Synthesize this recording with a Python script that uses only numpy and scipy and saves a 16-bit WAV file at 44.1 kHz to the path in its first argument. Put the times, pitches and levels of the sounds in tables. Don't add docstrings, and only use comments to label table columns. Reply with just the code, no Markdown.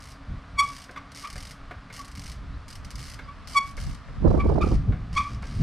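import sys
import numpy as np
from scipy import signal
from scipy.fft import rfft, irfft
from scipy.io import wavfile

SR = 44100
rng = np.random.default_rng(int(sys.argv[2]) if len(sys.argv) > 2 else 0)


def generate_wav(signal):
    frames = np.transpose(np.atleast_2d(signal))
    scaled = np.clip(frames, -1, 1) * 32767
    pcm = np.round(scaled).astype(np.int16)
    wavfile.write(sys.argv[1], SR, pcm)


N = 248062
TIME = np.arange(N) / SR


def amp(db):
    return 10 ** (np.asarray(db) / 20)


def unit(x):
    return x / np.sqrt(np.mean(x ** 2) + 1e-20)


def read(points, hz):
    f, value = np.transpose(points)
    return np.interp(np.log(hz + 1), np.log(f + 1), value)


def follow(rows):
    return np.interp(TIME, *np.transpose(rows))


def add(mix, start_s, sound):
    part = mix[max(round(start_s * SR), 0):][:len(sound)]
    part += sound[:len(part)]


def noise(spectrum):
    gain = amp(read(spectrum, np.fft.rfftfreq(N, 1 / SR)))
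    return unit(irfft(rfft(rng.standard_normal(N)) * gain, N))


def wander(hz, size):
    f = np.fft.rfftfreq(N, 1 / SR)
    return unit(irfft(rfft(rng.standard_normal(N)) * np.exp(-(f / hz) ** 2), N))[:size]


def colour(x, spectrum, size=1024):
    log_gain = np.log(amp(read(spectrum, abs(np.fft.fftfreq(size, 1 / SR)))))
    ring = np.fft.ifft(np.exp(np.conj(signal.hilbert(log_gain)))).real
    return signal.oaconvolve(x, ring / np.linalg.norm(ring))[:N]


def brake(jitter=0.06, jitter_hz=170, flutter_db=5, bite_s=0.012, scrape_db=-15, sag=0.0073):
    # peak_s, level_db, pitch_hz, rise_s, fall_s, bite_at_s, tilt_db_per_octave, roughness
    squeaks = [(0.6, -18.5, 1137, 0.014, 0.032, 0.598, 1.5, 0.34),
               (0.976, -35, 1118, 0.0048, 0.011, 0.977, -5.5, 1.1),
               (1.25, -35, 1183, 0.013, 0.024, 1.251, -6.5, 1.11),
               (2.001, -38.5, 1135, 0.012, 0.021, 1.996, -20, 0.2),
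               (3.292, -39, 1137, 0.0098, 0.02, 3.285, -8, 0.37),
               (3.569, -16.5, 1121, 0.013, 0.026, 3.579, -0.5, 0.22),
               (4.406, -30, 1147, 0.017, 0.018, 4.408, -7, 0.72),
               (4.623, -27, 1187, 0.01, 0.022, 4.619, -5, .9),
               (5.175, -21.5, 1151, 0.011, 0.03, 5.177, 0, 0.5)]
    # frequency_hz, level_db
    overtones = [(2250, -3), (3400, -11), (4500, -13), (5650, -16), (6800, -22), (7900, -19.5),
                 (9100, -23.5), (10200, -26.5), (12000, -37.5), (15000, -45)]
    out, t = np.zeros(N), np.arange(-SR // 16, SR // 8) / SR
    for peak_s, db, hz, rise_s, fall_s, bite_at_s, tilt, roughness in squeaks:
        swing = np.exp(-(t / np.where(t < 0, rise_s, fall_s)) ** 2)
        bite = np.exp(-abs((t + peak_s - bite_at_s) / bite_s) ** 3)
        glide = 1 - sag * np.tanh(t / 0.016)
        waver = 1 + jitter * roughness * wander(jitter_hz, len(t))
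        phase = 2 * np.pi * np.cumsum(hz * glide * waver) / SR
        tone = swing * np.sin(phase)
        for k in range(2, 14):
            hold = 0.24 if k == 2 else 0.069
            envelope = swing ** 0.5 * (hold + (1 - hold) * bite)
            overtone_db = read(overtones, k * hz) + tilt * np.log2(k)
            overtone_db += flutter_db * roughness * wander(97, len(t))
            tone += amp(overtone_db) * envelope * np.sin(k * phase + 2 * np.pi * rng.random())
        scrape_band = signal.butter(2, [hz, 3500], "bandpass", fs=SR)
        scrape = unit(signal.lfilter(*scrape_band, rng.standard_normal(len(t))))
        tone += amp(scrape_db) * roughness * swing * bite * scrape
        add(out, peak_s + t[0], np.sqrt(2) * amp(db) * tone)
    return out


def freehub(rattle_s=0.031, rattle_db=-13, second_pawl_db=-3, second_pawl_s=.005, scatter_db=2):
    # start_s, end_s, click_db, first_teeth_per_s, last_teeth_per_s
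    spins = [(0.005, 0.12, -44.5, 58, 67), (0.621, 0.843, -42, 79, 49), (1.148, 1.26, -40.5, 87, 71),
             (1.273, 1.529, -39.5, 33.5, 52.3), (1.926, 2.006, -40, 85, 63.5), (2.012, 2.156, -42, 30, 27),
             (2.172, 2.326, -39.5, 44.3, 53), (2.681, 2.789, -40, 48.3, 24.6),
             (2.847, 2.966, -40.5, 17.5, 20.6), (2.981, 3.146, -40, 94, 45), (3.473, 3.56, -40, 87, 77),
             (3.63, 3.73, -47.5, 76, 42), (3.768, 3.949, -43.5, 95, 50), (4.279, 4.6, -49, 41.6, 44),
             (4.613, 4.762, -42.5, 60, 84), (5.128, 5.247, -41, 90, 59), (5.26, 5.359, -45, 70, 70),
             (5.424, 5.621, -44, 67, 80)]
    # start_s, click_db
    pawl_drops = [(0.91, -47), (1.118, -46), (3.667, -44)]
    # frequency_hz, gain_db
    pawl_colour = [(500, -19.5), (1200, -16.5), (2200, -2), (2550, -11.5), (2900, -4), (3400, -10.5),
                   (4900, -1), (6200, -5.5), (7200, -11), (8700, -7.5), (10500, -13.5), (12000, -19.5),
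                   (13300, -19), (15500, -36)]
    out, t = np.zeros(N), np.arange(SR // 12) / SR
    snap = (1 - np.exp(-t / .0004)) * np.exp(-t / .003)
    decay = snap + amp(rattle_db) * np.exp(-t / rattle_s)
    teeth = list(pawl_drops)
    for start_s, end_s, db, first_rate, last_rate in spins:
        rate = np.linspace(first_rate, last_rate, max(round((end_s - start_s) * SR), 2))
        tooth_count = np.floor(np.cumsum(rate) / SR)
        for i in np.flatnonzero(np.diff(tooth_count, prepend=-1)):
            uneven_s = .04 * rng.standard_normal() / rate[i]
            teeth.append((start_s + i / SR + uneven_s, db))
    for tooth_s, db in teeth:
        lag_s = second_pawl_s * rng.uniform(0.55, 1.5)
        for drop_s, pawl_db in (tooth_s, db), (tooth_s + lag_s, db + second_pawl_db):
            strength = amp(pawl_db + scatter_db * rng.standard_normal())
            add(out, drop_s, strength * decay * rng.standard_normal(len(t)))
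    return colour(out, pawl_colour)


def frame(level_db=-7, clatter_s=0.014, crack_db=-13):
    # start_s, relative_db, treble_db
    knocks = [(0.892, -36.5, -14.5), (0.961, -40.5, 0.5), (1.357, -37, -14), (1.71, -33.5, -11),
              (1.901, -47.5, 3), (3.19, -42, 1.5), (3.777, -39.5, -7), (4.084, -41, -15), (4.922, -32, -15),
              (5.428, -37.5, -7.5)]
    # pitch_hz, width_hz, gain_db
    modes = [(603, 92, -12.5), (728, 67, -7), (1140, 110, -1), (1586, 400, 14), (2150, 170, 12),
             (3500, 340, 1.5)]
    out, t = np.zeros(N), np.arange(SR // 8) / SR
    for start_s, db, treble_db in knocks:
        clatter = rng.standard_normal(len(t)) * np.exp(-t / clatter_s)
        knock = amp(crack_db + treble_db) * signal.lfilter(*signal.butter(2, 6000, fs=SR), clatter)
        for hz, width_hz, mode_db in modes:
            ring = np.exp(-np.pi * width_hz * t) * np.sin(2 * np.pi * hz * t)
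            gain = amp(mode_db + treble_db * np.log2(hz / 1100)) / np.linalg.norm(ring)
            knock += .5 * gain * signal.fftconvolve(clatter, ring)[:len(t)]
        add(out, start_s, amp(db + level_db) * knock)
    return out


def tyre(rise_s=0.013, decay_s=0.041, band_hz=(45, 130)):
    # start_s, level_db
    landings = [(1.344, -37), (2.17, -34), (2.975, -35), (3.765, -34.5)]
    out, t = np.zeros(N), np.arange(SR // 3) / SR
    band = signal.butter(2, band_hz, "bandpass", fs=SR, output="sos")
    envelope = np.minimum(t / rise_s, 1) * np.exp(-t / decay_s)
    for start_s, db in landings:
        shudder = unit(signal.sosfilt(band, rng.standard_normal(len(t))))
        add(out, start_s, amp(db) * envelope * shudder)
    return out


def wind(lumps_db=2.0, shared=0.46, bright_hz=110, brighten=0.32, usual_db=-33):
    # time_s, level_db
    breeze = [(0.0, -44.5), (0.2, -48.5), (0.34, -28), (0.45, -51), (0.53, -36), (0.8, -51.5),
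              (1.31, -50.5), (1.34, -41.5), (2.08, -48), (2.17, -40), (2.57, -36.5), (2.61, -46),
              (2.85, -41), (3.69, -44.5), (3.9, -29.5), (4.01, -45.5), (4.29, -21.5), (4.65, -24.5),
              (4.74, -20), (4.82, -28.5), (4.9, -19), (5.04, -33), (5.18, -30.5), (5.29, -39.5),
              (5.32, -28), (5.45, -35.5), (5.62, -20)]
    # frequency_hz, gain_db
    rumble = [(11, -35), (18, -1.5), (54, 2.5), (139, -8), (231, -16), (321, -28.5), (354, -29.5),
              (560, -40), (790, -40), (900, -55), (1170, -73), (1980, -120)]
    common = np.sqrt(shared) * noise(rumble)
    ports = np.array([common + np.sqrt(1 - shared) * noise(rumble) for _ in range(2)])
    upper = signal.sosfiltfilt(signal.butter(2, bright_hz, "highpass", fs=SR, output="sos"), ports)
    strength_db = follow(breeze)
    ports += upper * (amp(brighten * (strength_db - usual_db)) - 1)
    lumps = unit(amp(lumps_db * wander(27, N)))
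    return ports * np.sqrt(2 / (1 + shared)) * amp(strength_db) * lumps


def buffet(right_db=10, left_db=-7, churn_db=5, eddies_per_s=32, eddy_s=0.0056, fade_s=0.019):
    # time_s, relative_db
    gust = [(4.2, -72), (4.246, -24.5), (4.4, -29), (4.424, -51), (4.458, -23), (4.474, -39.5),
            (4.488, -29.5), (4.724, -33.5), (4.78, -51)]
    # frequency_hz, gain_db
    eddy_colour = [(30, -15.5), (120, -1.5), (330, -2.5), (600, -10), (900, -16), (1400, -28.5),
                   (2200, -53), (4000, -77)]
    start_s, end_s = gust[0][0], gust[-1][0]
    fade = np.clip(np.minimum(TIME - start_s, end_s - TIME) / fade_s, 0, 1)
    grazing = noise(eddy_colour)
    breaking = noise(eddy_colour) * unit(amp(1.5 * wander(125, N)))
    churn = amp(churn_db) * signal.lfilter(*signal.butter(2, 350, fs=SR), noise(eddy_colour))
    force = np.full(N, amp(-14))
    hit_s = start_s
    while hit_s < end_s:
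        force += amp(rng.uniform(-1.5, 4.5)) * np.exp(-.5 * ((TIME - hit_s) / eddy_s) ** 2)
        hit_s += rng.uniform(.45, 1.55) / eddies_per_s
    ports = np.array([amp(left_db) * grazing, amp(right_db) * force * breaking + churn])
    return amp(follow(gust)) * fade * ports


def bird(length_s=0.05):
    # start_s, level_db, first_hz, last_hz
    chirps = [(0.129, -60, 4470, 4970), (2.519, -58, 3720, 4200), (3.221, -59, 4490, 5050),
              (4.275, -57, 3860, 4200)]
    out, size = np.zeros(N), int(length_s * SR)
    for start_s, db, first_hz, last_hz in chirps:
        hz = np.linspace(first_hz, last_hz, size) * (1 + 0.011 * wander(150, size))
        add(out, start_s, amp(db) * np.hanning(size) * np.sin(2 * np.pi * np.cumsum(hz) / SR))
    return out


def air(wash_db=-49, swell_db=0.5, hum_hz=275, hum_db=-58):
    # frequency_hz, gain_db
    air_colour = [(59, -25), (100, -2), (149, -4), (281, -10), (333, -21), (541, -16), (682, -14.5),
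                  (879, -17.5), (1180, -9.5), (1290, -12.5), (2750, -24.5), (4860, -29), (6950, -40.5),
                  (9340, -43.5), (15500, -73.5)]
    wash = amp(wash_db + swell_db * wander(4.1, N)) * noise(air_colour)
    hum = np.sin(2 * np.pi * np.cumsum(hum_hz * (1 + 0.014 * wander(14.4, N))) / SR)
    return wash + amp(hum_db + 3.8 * wander(13, N)) * hum


def wall_echoes(x, cutoff_hz=2500):
    # delay_s, gain_db
    walls = [(0.034, -15), (.058, -21.5)]
    out, dulled = np.zeros(N), signal.lfilter(*signal.butter(1, cutoff_hz, fs=SR), x)
    for delay_s, db in walls:
        add(out, delay_s, amp(db) * dulled)
    return out


def garden_echoes(x, first_s=.012, echoes_per_s=2000):
    # frequency_hz, t60_s
    decay = [(200, 0.17), (1100, 0.45), (2300, 0.36), (5000, 0.24), (10000, 0.23), (16000, 0.43)]
    # time_s, gain_db
    nearness = [(0.6, -1), (3.5, -4), (5.2, 5)]
    size = SR * 3 // 4
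    taps = rng.choice([-1., 1.], size) * (rng.random(size) < echoes_per_s / SR)
    taps *= np.arange(size) > first_s * SR
    hz, t, bands = signal.stft(taps, SR, nperseg=256)
    tail = signal.istft(bands * amp(-60 * t / read(decay, hz)[:, None]), SR, nperseg=256)[1]
    return signal.fftconvolve(amp(follow(nearness)) * x, tail / np.linalg.norm(tail))[:N]


def turn_away(x, cutoff_hz=4200):
    # time_s, share
    shade = [(3.7, 0.36), (4.3, 1), (5.62, 1)]
    dulled = signal.lfilter(*signal.butter(1, cutoff_hz, fs=SR), x)
    return x + follow(shade) * (dulled - x)


def two_ports(x, lead_s=.0009):
    # frequency_hz, gain_db
    port_gap = [(200, -20.5), (1200, -15), (2400, -13.5), (4400, -5.5), (8000, -2.5), (14000, 7)]
    hz = np.fft.rfftfreq(N, 1 / SR)
    phase_turn = np.exp(1j * (np.pi / 2 + 2 * np.pi * hz * lead_s))
    side = irfft(rfft(x) * amp(read(port_gap, hz)) * phase_turn, N)
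    return np.array([x + side, x - side])


def scene(squeak_echo_db=-12, hub_echo_db=-14, knock_echo_db=-8):
    squeaks, hub, knocks = brake(), freehub(), frame()
    scattered = amp(squeak_echo_db) * squeaks + amp(hub_echo_db) * hub + amp(knock_echo_db) * knocks
    echoes = wall_echoes(squeaks + knocks) + garden_echoes(scattered)
    bike = turn_away(squeaks + hub + knocks + echoes)
    return two_ports(bike + bird() + air()) + tyre() + wind() + buffet()


def record(dry, cutoff_hz=15700):
    # time_s, side_gain
    width = [(0, 0.043), (2.2, 0.045), (2.5, 0.3), (3.5, 0.74), (4.25, 1), (4.6, 0.78), (4.9, 0.26),
             (5.15, 0.07), (5.62, 0.022)]
    mid = dry.mean(0)
    image = mid + follow(width) * (dry - mid)
    lowpass = signal.firwin(511, cutoff_hz, window=("kaiser", 9), fs=SR)
    return signal.oaconvolve(image, lowpass[None], "same")


dry = scene()
out = record(dry)
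generate_wav(out)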